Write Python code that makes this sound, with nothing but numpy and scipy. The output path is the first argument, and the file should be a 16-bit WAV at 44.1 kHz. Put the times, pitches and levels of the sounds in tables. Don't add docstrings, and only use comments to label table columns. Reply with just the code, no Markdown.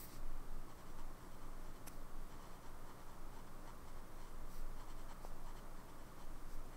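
import sys
import numpy as np
from scipy import signal
from scipy.fft import rfft, irfft
from scipy.io import wavfile

SR = 44100
rng = np.random.default_rng(int(sys.argv[2]) if len(sys.argv) > 2 else 0)


def wav_out(sig):
    wavfile.write(sys.argv[1], SR, np.round(np.clip(np.atleast_2d(sig).T, -1, 1) * 32767).astype(np.int16))


N = 298116
TIME = np.arange(N) / SR


def from_db(db):
    return 10 ** (np.asarray(db) / 20)


def rms_one(x):
    return x / np.sqrt(np.mean(x ** 2) + 1e-20)


def coloured(x, spectrum):
    hz, db = np.transpose(spectrum)
    bins_hz = np.maximum(np.arange(N // 2 + 1) * SR / N, 1e-3)
    gain = from_db(np.interp(np.log(bins_hz), np.log(hz), db))
    roll_off = np.minimum(bins_hz / hz[0], 1) ** 2
    return rms_one(irfft(rfft(x) * gain * roll_off, N))


def fibres(per_s, spread_db):
    sizes = from_db(spread_db * np.minimum(rng.exponential(1, N), 4))
    signs = rng.choice([-1, 1], N)
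    return sizes * signs * (rng.random(N) < per_s / SR)


def resonate(catches, modes):
    out = np.zeros(N)
    for hz, width_hz, db in modes:
        b, a = signal.iirpeak(hz, hz / width_hz, fs=SR)
        pushes = catches * rng.choice([-1, 1], N)
        out += from_db(db) * signal.lfilter(b, a, signal.lfilter(b, a, pushes))
    return rms_one(out)


def knocks(contacts, modes):
    force, out = np.zeros((2, N))
    for start_s, db, cutoff_hz in contacts:
        softness = signal.butter(3, cutoff_hz, fs=SR, output="sos")
        push = signal.sosfilt(softness, signal.unit_impulse(2048))
        at = round(start_s * SR)
        force[at:at + len(push)] += from_db(db) * push
    for hz, width_hz, db in modes:
        radius, angle = np.exp(-np.pi * width_hz / SR), 2 * np.pi * hz / SR
        feedback = [1, -2 * radius * np.cos(angle), radius ** 2]
        out += from_db(db) * signal.lfilter([0, np.sin(angle)], feedback, force + 1e-18)
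    return out


def speed(start_s, length_s):
    phase = np.clip((TIME - start_s) / length_s, 0, 1) ** 0.95
    return 4 * phase * (1 - phase)


def swell(start_s, hold_s, rise_db_per_s, fall_db_per_s):
    early_s = np.maximum(start_s - TIME, 0)
    late_s = np.maximum(TIME - start_s - hold_s, 0)
    return from_db(-np.minimum(rise_db_per_s * early_s + fall_db_per_s * late_s, 200))


def sliding_hand():
    # start in seconds, length in seconds, level in dB, sizzle in dB relative to the rub.
    slides = [(-.06, 0.11, -60.5, 9.5), (0.029, 0.033, -70, 12), (0.034, 0.072, -66, 5),
              (0.084, .11, -63, -16), (1.86, 0.13, -71.5, 0), (4.482, 0.15, -67, 1),
              (5.207, 0.095, -67, -12), (6.48, 0.1, -69, -2)]
    # frequency in Hz, relative level in dB.
    rub_colour = [(1000, -11), (2000, 6), (2750, -1), (3400, -2.5), (4600, 6), (5300, 5), (5900, 6.5),
                  (6800, -3), (7700, 5), (8800, 3), (10000, -3), (11400, 0.5), (15500, -5)]
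    sizzle_colour = [(4000, -27), (7000, -20), (8000, -5.5), (9000, -6), (10000, -14.5), (11800, -1.5),
                     (13000, -6), (14000, -1), (15700, -0.5)]
    rub = coloured(fibres(per_s=23000, spread_db=2.0), rub_colour)
    sizzle = coloured(fibres(per_s=18000, spread_db=1.5), sizzle_colour)
    return sum(from_db(db) * speed(start_s, length_s) * (rub + from_db(sizzle_db) * sizzle)
               for start_s, length_s, db, sizzle_db in slides)


def rush_and_hiss(rush_db=-59.5, hiss_db=-70):
    # frequency in Hz, relative level in dB.
    rush_colour = [(25, 8), (45, 9.5), (80, 1), (200, 1), (270, 2.5), (450, -3.5), (620, -1), (780, -4),
                   (1150, -0.5), (1600, -10), (2100, -14), (2700, -23), (4000, -30)]
    hiss_colour = [(1000, -15.5), (2700, 2), (3100, 3), (3700, 3), (5500, 3), (7200, 1.5), (8500, 4.5),
                   (9400, 0.9), (15500, 0.5)]
    rush = from_db(rush_db) * coloured(rng.standard_normal(N), rush_colour)
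    hiss = from_db(hiss_db) * coloured(rng.standard_normal(N), hiss_colour)
    return rush + hiss


def deep_rumble(rest_db=-49.5):
    # peak time in seconds, level in dB.
    hand_shifts = [(.24, -37.5), (1.0, -43), (1.98, -41.5), (2.68, -49), (3.15, -49.5), (4.54, -38.5),
                   (5.27, -42), (6.22, -41), (6.57, -43)]
    # frequency in Hz, relative level in dB.
    rumble_colour = [(3, -16), (7, -3.5), (12, 1), (16, 6.5), (20, 10), (26, -35.5), (45, -43.5),
                     (90, -69.5)]
    swells = [from_db(db) * swell(peak_s, hold_s=0, rise_db_per_s=111, fall_db_per_s=23)
              for peak_s, db in hand_shifts]
    level = np.sqrt(from_db(rest_db) ** 2 + np.sum(np.square(swells), axis=0))
    return level * coloured(rng.standard_normal(N), rumble_colour)


def mains_and_motor(wander_cycles=0.042):
    # frequency in Hz, rms level in dB.
    hum_tones = [(59.9, -73), (100, -78), (120, -70.5), (128, -76), (179.8, -71.5), (300, -74.5),
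                 (360, -79.5), (369, -78.5), (420, -80), (489, -80), (572, -86.5), (855, -82),
                 (1166, -86.5)]
    knots_s = np.linspace(0, TIME[-1], 40)
    out = np.zeros(N)
    for hz, db in hum_tones:
        cycles = hz * TIME + rng.random()
        cycles += wander_cycles * np.interp(TIME, knots_s, rng.standard_normal(len(knots_s)))
        out += np.sqrt(2) * from_db(db) * np.sin(2 * np.pi * cycles)
    return out


def pen_strokes(usual_db=-77, pen_gain_db=3.0, nib_gain_db=1.4, pad_gain_db=11.5):
    # start in seconds, length in seconds, drive in dB, weight on the pad in dB.
    strokes = [(0.677, 0.067, -75.5, 1), (0.772, 0.06, -75, -4), (.85, .08, -76, -10),
               (0.969, 0.06, -73, 0), (1.174, 0.13, -79.5, 0.5), (1.303, 0.065, -77, -11),
               (1.4, 0.08, -79, 2.5), (1.627, .095, -78, -7), (1.735, .057, -76.5, -7),
               (2.288, 0.09, -75, 0), (2.378, .13, -74, -1.5), (2.49, 0.093, -77.5, -4),
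               (2.61, .1, -75.5, 3), (2.853, .087, -77, 3.5), (2.967, 0.085, -79, -4),
               (3.06, 0.096, -78.5, 3), (3.314, .12, -76.5, 1), (3.454, .049, -80, -2),
               (3.656, 0.068, -73, 2.5), (3.844, .097, -76.5, -3), (3.955, .055, -79, 0),
               (4.159, .13, -76, -3.5), (4.26, 0.074, -81, -5), (4.76, .096, -74, 3),
               (4.867, 0.073, -72, -1), (4.956, 0.086, -74, -8), (5.082, .06, -70.5, 3.5),
               (5.439, 0.1, -75, 2), (5.551, .056, -71, -0.5), (5.753, 0.077, -79, 0),
               (5.876, .048, -74.5, -1), (5.946, .12, -81, 0), (6.047, .098, -82, -13),
               (6.167, 0.1, -76, 0.5), (6.37, .062, -82, -11), (6.707, .087, -77, 0)]
    # frequency in Hz, width in Hz, relative gain in dB.
    pen_modes = [(1980, 710, 3), (3060, 340, 5), (3485, 180, 2), (4250, 420, 2)]
    nib_modes = [(5050, 800, -5), (5850, 860, -1.5), (7650, 820, -1), (8300, 560, -6), (11700, 3200, -15)]
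    pad_modes = [(933, 216, 5), (1140, 510, -9), (1480, 680, -10)]
    nib_db_per_db, pad_db_per_db = 0.85, 0.71
    catches = fibres(per_s=5000, spread_db=3.5)
    on_pen, on_nib, on_pad = np.zeros((3, N))
    for start_s, length_s, db, weight_db in strokes:
        stroke = from_db(usual_db) * speed(start_s, length_s)
        effort_db = db - usual_db
        on_pen += stroke * from_db(effort_db)
        on_nib += stroke * from_db(nib_db_per_db * effort_db)
        on_pad += stroke * from_db(pad_db_per_db * effort_db + weight_db)
    pen = from_db(pen_gain_db) * on_pen * resonate(catches, pen_modes)
    nib = from_db(nib_gain_db) * on_nib * resonate(catches, nib_modes)
    pad = from_db(pad_gain_db) * on_pad * resonate(catches, pad_modes)
    return pen + nib + pad


def desk_bumps():
    # start in seconds, drive in dB, contact cutoff in Hz.
    bumps = [(1.222, -49, 200), (3.255, -52, 200), (3.822, -50, 150), (4.402, -49, 150)]
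    # frequency in Hz, width in Hz, gain in dB.
    desk_modes = [(58, 20, -2)]
    return knocks(bumps, desk_modes)


def nib_flick(start_s=1.8732, hold_s=0.0108, scrape_db=-53, snag_s=0.002, snag_boost_db=7):
    # frequency in Hz, relative level in dB.
    flick_colour = [(800, -8), (1300, -1), (2700, -1), (3400, -6.5), (4600, -8), (5300, 0), (6100, 5),
                    (6900, -10), (7900, 1.5), (9000, 2.5), (9700, -9), (11200, 3.5), (12800, -2),
                    (15000, -7)]
    envelope = swell(start_s, hold_s, rise_db_per_s=1800, fall_db_per_s=2800)
    snag = speed(start_s + hold_s - snag_s, snag_s)
    scrape = coloured(rng.standard_normal(N), flick_colour)
    return from_db(scrape_db + snag_boost_db * snag) * envelope * scrape


def nib_taps(low_cut_hz=270):
    # start in seconds, drive in dB, contact cutoff in Hz.
    touches = [(1.8735, -43, 4000), (3.657, -46, 2500), (5.249, -33.5, 910), (5.3195, -45.5, 1500),
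               (5.5535, -46, 1500)]
    # frequency in Hz, width in Hz, gain in dB.
    tap_modes = [(600, 820, -0.5), (866, 410, 1)]
    low_cut = signal.butter(3, low_cut_hz, "high", fs=SR, output="sos")
    return signal.sosfilt(low_cut, knocks(touches, tap_modes))


def scene():
    writer = pen_strokes() + sliding_hand() + nib_flick() + nib_taps() + desk_bumps()
    background = rush_and_hiss() + deep_rumble() + mains_and_motor()
    return (writer + background)[None]


def record(dry, cutoff_hz=15700):
    return signal.sosfilt(signal.ellip(12, .1, 70, cutoff_hz, fs=SR, output="sos"), dry)


dry = scene()
out = record(dry)
wav_out(out)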